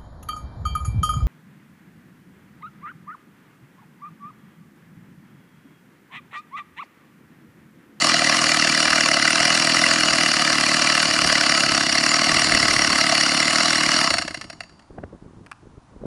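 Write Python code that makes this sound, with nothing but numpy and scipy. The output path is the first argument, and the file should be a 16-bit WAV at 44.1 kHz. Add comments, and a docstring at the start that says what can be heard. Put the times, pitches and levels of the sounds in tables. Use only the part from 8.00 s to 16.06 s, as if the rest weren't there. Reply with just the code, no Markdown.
"""The uneven putter and metallic rattle of a two-stroke chainsaw idling on the ground outdoors, close by.
Every turn of the crank gives a knock and, just after it, a muffler puff; chain and clutch rattle between.
Switched off, the saw coasts through a few ever slower turns. Then come soft bumps on the hand-held
microphone, two knocks of a gloved hand and the clicks of the switch, over faint outdoor air."""
import sys
import numpy as np
from scipy import signal
from scipy.fft import rfft, irfft, next_fast_len
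from scipy.io import wavfile
from scipy.ndimage import uniform_filter1d

SR = 44100
rng = np.random.default_rng(int(sys.argv[2]) if len(sys.argv) > 2 else 0)


def write(x):
    x = np.atleast_2d(x).T
    wavfile.write(sys.argv[1], SR, np.round(np.clip(x, -1, 1) * 32767).astype(np.int16))


N = 355434
TIME = np.arange(N) / SR
IGNITION_OFF_S = 6.09
MAX_TURNS = 512

# ringing modes of the cooling fins and clutch drum: pitch_hz, level_db, t60_s
FIN_MODES = [(1305, -15.5, 0.1), (2898, -15.5, 0.11), (3610, -24.5, 0.079), (4260, -19.5, 0.11),
             (4452, -19.5, .12), (4650, -18.5, 0.16), (4710, -24, .9), (4820, -14, 0.18),
             (5556, -20.5, 0.46), (6570, -23.5, .18), (6730, -26, .3), (6940, -24.5, 0.3),
             (7090, -21.5, 0.2), (9176, -21.5, 0.12)]
# thump of the saw rocking on its rubber mounts: frequency_hz, level_db
MOUNT_SPECTRUM = [(25, -21), (55, -13), (90, 5), (140, -11), (220, -10), (600, -41), (3000, -95)]


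def firings(jitter_s=0.00053, limp_s=0.00048, limp_db=0.1):
    """Time (s) and accent (dB) of each firing: the idle limps between early strong and late weak turns."""
    # crank speed, surging and sagging as the idle hunts: time_s, turns_per_s
    crank_speed = [(0.0, 42.54), (0.3, 37.53), (0.36, 45.64), (0.43, 38.91), (1.01, 38.68), (1.21, 35.31),
                   (1.36, 40.84), (1.93, 41.85), (2.36, 37.08), (2.71, 37.49), (2.78, 38.84), (3.91, 33.85),
                   (4.14, 39.56), (4.45, 39.65), (4.64, 36.56), (5.31, 35.68), (5.64, 41.07), (5.89, 36.3),
                   (5.96, 43.75), (6.08, 29.39)]
    turns = np.floor(.04 + np.cumsum(curve(crank_speed)) / SR)
    times = TIME[1:][np.diff(turns) > 0]
    times = times[times < IGNITION_OFF_S]
    slip, chance = rng.standard_normal((MAX_TURNS, 2))[:len(times)].T
    strong = np.cumprod(np.where(chance < 1, -1, 1))  # now and then the alternation skips
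    return times + jitter_s * slip - limp_s * strong, limp_db * strong


def exhaust(fired, port_delay_s=.0006, puff_db=-0.2, flow_db=-44, rock_db=-7, gulp_db=-15, gulp_s=0.01277):
    """The port opens just after each knock; the puff and its turbulent gas ring the muffler's cavities."""
    # muffler resonance: frequency_hz, level_db
    muffler_spectrum = [(30, -36), (90, -21.5), (125, -10), (146, -5.5), (168, -2), (205, -5.5), (250, 1),
                        (305, 2.5), (335, -1.5), (370, -10.5), (420, -32.5), (900, -48)]
    coast_s, coast_db = coasting_puffs()
    times = np.r_[fired + port_delay_s, coast_s]
    sizes = amp(np.r_[.9 * rng.standard_normal(MAX_TURNS)[:len(fired)], coast_db])
    puffs = spikes(times, sizes) + spikes(times + gulp_s, amp(gulp_db) * sizes)  # with a weak second push
    flow = amp(flow_db) * bursts(times, sizes, rise_s=0.0011, fall_s=0.051) * rng.standard_normal(N)
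    gas = resonate(amp(puff_db) * puffs + flow, muffler_spectrum)
    # the slow last strokes rock the whole saw
    return gas + resonate(spikes(coast_s, amp(rock_db + coast_db)), MOUNT_SPECTRUM)


def coasting_puffs(delay_s=.02, first_turn_s=.0405, growth=1.13, first_db=-2, fade_db_per_s=32):
    """Times (s) and accents (dB) of the unfired puffs: friction makes each turn longer and weaker."""
    turn_s = first_turn_s * growth ** np.arange(7)
    since = np.r_[0, np.cumsum(turn_s)]
    return IGNITION_OFF_S + delay_s + since, first_db - fade_db_per_s * since


def engine_metal(fired, fired_db, lead_s=.0015):
    """Knocks are tight clusters of impacts, the rattle a loose stream; both ring casing and fins."""
    # strength of the idle: time_s, knock_db, rattle_db
    effort = [(0, -23.5, -24.5), (1.3, -21.5, -26), (1.9, -23.5, -25), (3.0, -23, -24.5), (3.9, -22.5, -26),
              (4.6, -21.5, -24), (5.5, -22.5, -24.5), (5.85, -22, -24.5), (6.08, -24.5, -23)]
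    knock = piston_knocks(fired, fired_db, lead_s) * amp(curve(effort))
    rattle = chain_rattle(fired - lead_s) * amp(curve(effort, column=2))
    at, size = contacts(per_s=5500, spread_db=3.0)
    forces = np.array([knock[at], rattle[at], coasting_knocks()[at]]) * size
    turn = np.searchsorted((fired[1:] + fired[:-1]) / 2, TIME[at])  # the firing nearest each impact
    return casing(at, forces, turn) + fins(at, forces, turn)


def piston_knocks(fired, fired_db, lead_s, uneven_db=0.3, knock_db=9.5, slap_db=-9, slap_lead_s=0.011):
    """Force envelope of the piston: a knock at each firing, a softer slap at the bottom of its stroke."""
    scatter_db = uneven_db * rng.standard_normal((MAX_TURNS, 2))[:len(fired)]
    knock_size, slap_size = amp(knock_db + fired_db[:, None] + scatter_db).T
    knock = bursts(fired - lead_s, knock_size, rise_s=0.0024, fall_s=0.0029)
    slap = bursts(fired - slap_lead_s, amp(slap_db) * slap_size, rise_s=0.001495, fall_s=0.0026)
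    return np.hypot(knock, slap)


def chain_rattle(knock_s, swing=0.47, hold_s=0.054, drop_s=0.066, drop_db=5.5, fade_db_per_s=58):
    """Force envelope of chain and clutch, which shake most as the piston slows against compression."""
    surges = bursts(knock_s, np.full(len(knock_s), 2.), rise_s=0.018, fall_s=0.0031)
    # the rattle outlasts the ignition briefly, drops, then fades
    since = np.maximum(TIME - IGNITION_OFF_S - hold_s, 0)
    settling_db = -drop_db * np.minimum(since / drop_s, 1) - fade_db_per_s * since
    return (1 - swing + swing * surges) * amp(settling_db)


def coasting_knocks(gain_db=-12.0, rebound_s=.029, rebound_db=-9.5):
    """Force envelope of the coasting piston; the slack parts fall back softly after each knock."""
    # last knocks of the piston: start_s, level_db
    knocks = [(6.104, 0.5), (6.139, -1.5), (6.183, -1), (6.220, -7.5), (6.278, -6.5), (6.343, -8.5),
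              (6.412, -12), (6.499, -15.5), (6.605, -17), (6.693, -34), (6.793, -33.5)]
    start_s, level_db = np.transpose(knocks)
    sizes = amp(gain_db + np.r_[level_db, level_db + rebound_db])
    return bursts(np.r_[start_s, start_s + rebound_s], sizes, rise_s=.0005, fall_s=.0048)


def casing(at, forces, turn, colour_db=2.0):
    """Crankcase, cylinder and covers clank in broad, short modes; no two firings ring alike."""
    # casing modes, their drive by each force and their change as the microphone moves:
    # pitch_hz, width_hz, knock_db, rattle_db, coasting_db, shift_db
    casing_modes = [(567.4, 94, -30, -15, -11.5, -7), (678.3, 125, -10, -10, -7.5, -1),
                    (900, 510, -29.5, -16.5, -17, 0.5), (1150, 240, -9.5, -10, -13, -0.5),
                    (1288, 180, -13, -14.5, -9, -3.5), (1472, 276, -6, -17.5, -11, -1.5),
                    (1725, 280, -7, -11, -4, -2.5), (1988, 246, -2, -27.5, -6.5, -3),
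                    (2119, 260, -17, -21, -17.5, 9.5), (2367, 160, -7.5, -16.5, -18, -6.5),
                    (2707, 265, -7, -11.5, -5, -3), (2900, 170, -13, -7, -16, -3.5),
                    (3222, 410, -14, -17, -16.5, -1), (3574, 150, -17, -20.5, -21, -1),
                    (4085, 376, -11, -9.5, -11, -1), (4447, 295, -17, -5.5, -7, 1.5),
                    (4823, 290, -13, -5.5, -12, -2.5), (5310, 400, -9, -10, -11.5, -1.5),
                    (5587, 240, -6.5, -23, -11.5, 1.5), (5970, 320, -10.5, -15, -21, -3.5),
                    (6853, 1000, -16, -10, -11, -4.5), (7910, 1800, -15.5, -14.5, -16, -0.5),
                    (9430, 2300, -14.5, -14, -15, -1.5)]
    # the microphone's move: time_s, share_of_move
    microphone_move = [(3.5, 0.2), (4.0, 0.93)]
    moved = curve(microphone_move)[at]
    out = np.zeros(N)
    for hz, width_hz, *drive_db, shift_db in casing_modes:
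        turn_db = colour_db * rng.standard_normal(MAX_TURNS)[turn] * (TIME[at] < IGNITION_OFF_S)
        force = np.linalg.norm(amp(drive_db)[:, None] * forces, axis=0)
        out += ring(at, amp(turn_db + shift_db * moved) * force, hz, width_hz)
    return out


def fins(at, forces, turn, wander_db=3):
    """Fins and clutch drum shimmer in narrow modes, each swelling and ebbing over a few idle turns."""
    force = np.linalg.norm(amp([[-4.5], [0], [-3.5]]) * forces, axis=0)  # the rattle drives them best
    out = np.zeros(N)
    for hz, level_db, t60_s in FIN_MODES:
        wander = unit_rms(uniform_filter1d(rng.standard_normal(MAX_TURNS), size=5))
        swell_db = wander_db * wander[turn] * (TIME[at] < IGNITION_OFF_S)
        width_hz = np.log(1000) / np.pi / t60_s
        out += ring(at, amp(level_db + swell_db) * force, hz, width_hz, order=1)
    return out


def clutch():
    """Now and then the loose drum is clipped and sings one tone, dying away like its nearest mode."""
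    # bright tings of the drum: start_s, level_db, pitch_hz
    tings = [(1.305, -25, 9176), (1.93, -24, 6720), (2.05, -24, 6900), (4.09, -19, 7090), (4.15, -30, 6865),
             (4.4, -28, 9176), (6.501, -60, 6940), (6.607, -54, 4710), (6.607, -54, 5556)]
    t = np.arange(SR) / SR
    mode_hz, _, mode_t60_s = np.transpose(FIN_MODES)
    out = np.zeros(N)
    for start_s, level_db, hz in tings:
        t60_s = mode_t60_s[np.argmin(abs(mode_hz - hz))]
        out[round(start_s * SR):][:len(t)] += amp(level_db - 60 * t / t60_s) * np.sin(2 * np.pi * hz * t)
    return out


def switch(glove_db_per_octave=-9, thump_db=25):
    """The lever scrapes its detents and rings the housing; the gloved hand knocks and rocks the saw."""
    # clicks of the lever: start_s, level_db
    clicks = [(7.463, -37), (7.467, -39), (7.5145, -31), (7.5165, -32), (7.518, -32.5), (7.528, -43)]
    # dull knocks of the hand on the housing: start_s, level_db
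    hand_knocks = [(6.986, -35), (7.038, -35)]
    # modes of the plastic housing: pitch_hz, width_hz, level_db
    housing_modes = [(1230, 520, 3), (1620, 450, -1), (2500, 670, -5.5), (4770, 1800, -10),
                     (9000, 3000, -14)]
    click_s, click_db = np.transpose(clicks)
    hand_s, hand_db = np.transpose(hand_knocks)
    at, size = contacts(per_s=20000, spread_db=5.0)
    lever = bursts(click_s, amp(click_db), rise_s=0.00029, fall_s=0.0012)[at] * size
    hand = bursts(hand_s, amp(hand_db), rise_s=0.0003, fall_s=0.0016)[at] * size
    out = resonate(spikes(hand_s, amp(hand_db + thump_db)), MOUNT_SPECTRUM)
    for hz, width_hz, level_db in housing_modes:
        softened = amp(glove_db_per_octave * np.log2(hz / housing_modes[0][0]))
        out += ring(at, amp(level_db) * (lever + softened * hand), hz, width_hz)
    return out


def microphone_bumps(decay_s=0.0028):
    """Single soft bumps on the microphone, each a brief push of dull noise."""
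    # bumps: peak_s, level_db, brightness_hz
    bumps = [(6.907, -37.5, 300), (6.951, -45, 298), (6.984, -33, 685), (7.037, -29, 654),
             (7.131, -37, 450), (7.225, -37, 328), (7.371, -41.5, 327), (7.671, -40, 300),
             (7.778, -36.5, 280), (7.964, -37, 328), (8.038, -31, 450), (8.056, -26, 550)]
    t = np.arange(-SR // 32, SR // 32) / SR
    out = np.zeros(N)
    for peak_s, level_db, bright_hz in bumps:
        push = rng.standard_normal(len(t)) * np.exp(-abs(t) / decay_s)
        bump = signal.lfilter(*signal.butter(3, [bright_hz / 12, bright_hz], "bandpass", fs=SR), push)
        part = out[round((peak_s + t[0]) * SR):][:len(t)]
        part += (0.36 * amp(level_db) * unit_rms(bump))[:len(part)]
    return out


def buffeting(draught_db=-44.5, fade_db_per_s=20, lumps_db=3, patter_db=-2):
    """Lumpy rumble on the microphone: the saw's draught, dying as it coasts, plus gusts and handling."""
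    # spells of buffeting from air and handling: start_s, length_s, level_db
    gust_spells = [(3.24, .06, -39), (3.68, .08, -39), (4.28, 0.64, -36), (6.95, .08, -43.5),
                   (7.11, 0.029, -44.5), (7.23, 0.205, -50), (7.63, 0.1, -51), (7.9, 0.062, -54.5),
                   (8.02, .04, -39.5)]
    # colour of the rumble: frequency_hz, level_db
    rumble_spectrum = [(15, -11.5), (35, -7.5), (80, -1), (170, 1), (300, -3), (450, -10), (700, -18.5),
                       (1500, -30.5), (3000, -50.5), (6000, -74.5)]
    # colour of the small bumps that patter within each gust: frequency_hz, level_db
    patter_spectrum = [(20, -13.5), (60, -2.5), (200, -2), (400, -1), (800, -22.5), (3000, -59.5)]
    lumps = unit_rms(coloured(rng.standard_normal(N), [(15, 2.5), (60, -41), (200, -92.5)]))
    rumble = unit_rms(coloured(rng.standard_normal(N), rumble_spectrum) * amp(lumps_db * lumps))
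    draught = amp(draught_db - fade_db_per_s * np.maximum(TIME - IGNITION_OFF_S, 0))
    gusts = spells(gust_spells, attack_s=0.018, release_s=0.032)
    at, size = contacts(per_s=45, spread_db=1.5)
    patter = unit_rms(coloured(spikes(TIME[at], size), patter_spectrum))
    return rumble * np.hypot(draught, gusts) + amp(patter_db) * gusts * patter


def yard(x, wet_db=-19, t60_s=0.41, echoes_per_s=2000):
    """Adds faint scattered echoes from the ground and nearby things."""
    t = np.arange(SR // 2) / SR
    taps = rng.standard_normal(len(t)) * (rng.random(len(t)) < echoes_per_s / SR)
    taps *= (t > .004) * amp(-60 * t / t60_s)
    return x + amp(wet_db) * signal.oaconvolve(x, taps / np.linalg.norm(taps))[:N]


def outdoor_air(level_db=-54.5):
    """A faint, steady bed of dark noise."""
    # colour of the open air: frequency_hz, level_db
    air_spectrum = [(18, -31.5), (30, -6), (82, -0.5), (169, -3.5), (301, -7), (417, -19), (842, -8.5),
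                    (1080, -9), (2290, -24), (6910, -29), (7640, -31.5), (10100, -31.5), (12000, -54),
                    (15600, -76), (22000, -120)]
    return amp(level_db) * unit_rms(coloured(rng.standard_normal(N), air_spectrum))


def amp(db):
    """Decibels to gain."""
    return 10 ** (np.asarray(db) / 20)


def unit_rms(x):
    """Scales to an rms of one."""
    return x / np.sqrt(np.mean(x ** 2) + 1e-20)


def curve(rows, column=1):
    """One column of a table over time."""
    rows = np.asarray(rows)
    return np.interp(TIME, rows[:, 0], rows[:, column])


def gain_at(frequencies, spectrum):
    """Gain along a spectrum of (frequency_hz, level_db) points."""
    hz, db = np.transpose(spectrum)
    return amp(np.interp(np.log(abs(frequencies) + 1), np.log(hz), db))


def coloured(x, spectrum):
    """Equalises by a spectrum, with no phase shift."""
    size = next_fast_len(N + 4096)
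    return irfft(rfft(x, size) * gain_at(np.fft.rfftfreq(size, 1 / SR), spectrum), size)[:N]


def resonate(x, spectrum, size=8192):
    """Plays x through a body with this spectrum: a minimum-phase response of energy one."""
    log_gain = np.log(gain_at(np.fft.fftfreq(size, 1 / SR), spectrum))
    taps = np.fft.ifft(np.exp(np.conj(signal.hilbert(log_gain)))).real
    return signal.oaconvolve(x, taps / np.linalg.norm(taps))[:N]


def spikes(times, sizes):
    """Impulses of the given sizes at the given times."""
    return np.bincount(np.clip(np.round(times * SR).astype(int), 0, N), sizes, N + 1)[:N]


def bursts(times, sizes, rise_s, fall_s):
    """An envelope that grows to each event and dies after it."""
    t = np.arange(-SR // 16, SR // 16) / SR
    shape = np.exp(np.minimum(t / rise_s, -t / fall_s))
    return abs(signal.oaconvolve(spikes(times, sizes), shape, "same"))


def spells(rows, attack_s, release_s):
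    """An envelope of held spells, each with an attack before it and a release after."""
    out = np.zeros(N)
    for start_s, length_s, level_db in rows:
        edges = np.minimum((TIME - start_s) / attack_s, (start_s + length_s - TIME) / release_s)
        out += amp(level_db) * np.exp(np.minimum(edges, 0))
    return out


def contacts(per_s, spread_db):
    """Tiny random impacts: their samples and their sizes, with a mean power of one."""
    chance, spread = rng.random(N), np.clip(rng.standard_normal(N), -2, 2)
    at = np.flatnonzero(chance < per_s / SR)
    return at, unit_rms(amp(spread_db * spread[at])) * np.sqrt(N / len(at))


def ring(at, force, hz, width_hz, order=2):
    """A mode struck at the samples `at`, each on another spot and so in another phase; keeps energy."""
    drive = np.zeros(N, complex)
    drive[at] = force * np.exp(2j * np.pi * rng.random(len(at)))
    r = np.exp(-np.pi * width_hz / SR)
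    energy = 1 / (1 - r * r) if order == 1 else (1 + r * r) / (1 - r * r) ** 3
    poles = np.poly([r * np.exp(2j * np.pi * hz / SR)] * order)
    return signal.lfilter([np.sqrt(2 / energy)], poles, drive).real


def scene():
    """The saw and its switch in the open air, with buffeting and bumps on the microphone."""
    fired, fired_db = firings()
    saw = yard(exhaust(fired) + engine_metal(fired, fired_db) + clutch() + switch())
    return (saw + outdoor_air() + buffeting() + microphone_bumps())[None]


def record(dry, ceiling=0.64, cutoff_hz=12250):
    """The microphone rounds the tallest peaks and rolls off the top; a steep low-pass follows."""
    # microphone response: frequency_hz, gain_db
    microphone_response = [(20, 0.5), (9500, -2), (10600, -3.5), (11500, -6.5), (12100, -13)]
    rounded = dry[0] / (1 + (dry[0] / ceiling) ** 6) ** (1 / 6)
    heard = coloured(rounded, microphone_response)
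    lowpass = signal.firwin(511, cutoff_hz, window=("kaiser", 9), fs=SR)
    return signal.oaconvolve(heard, lowpass, "same")[None]


dry = scene()
out = record(dry)
write(out)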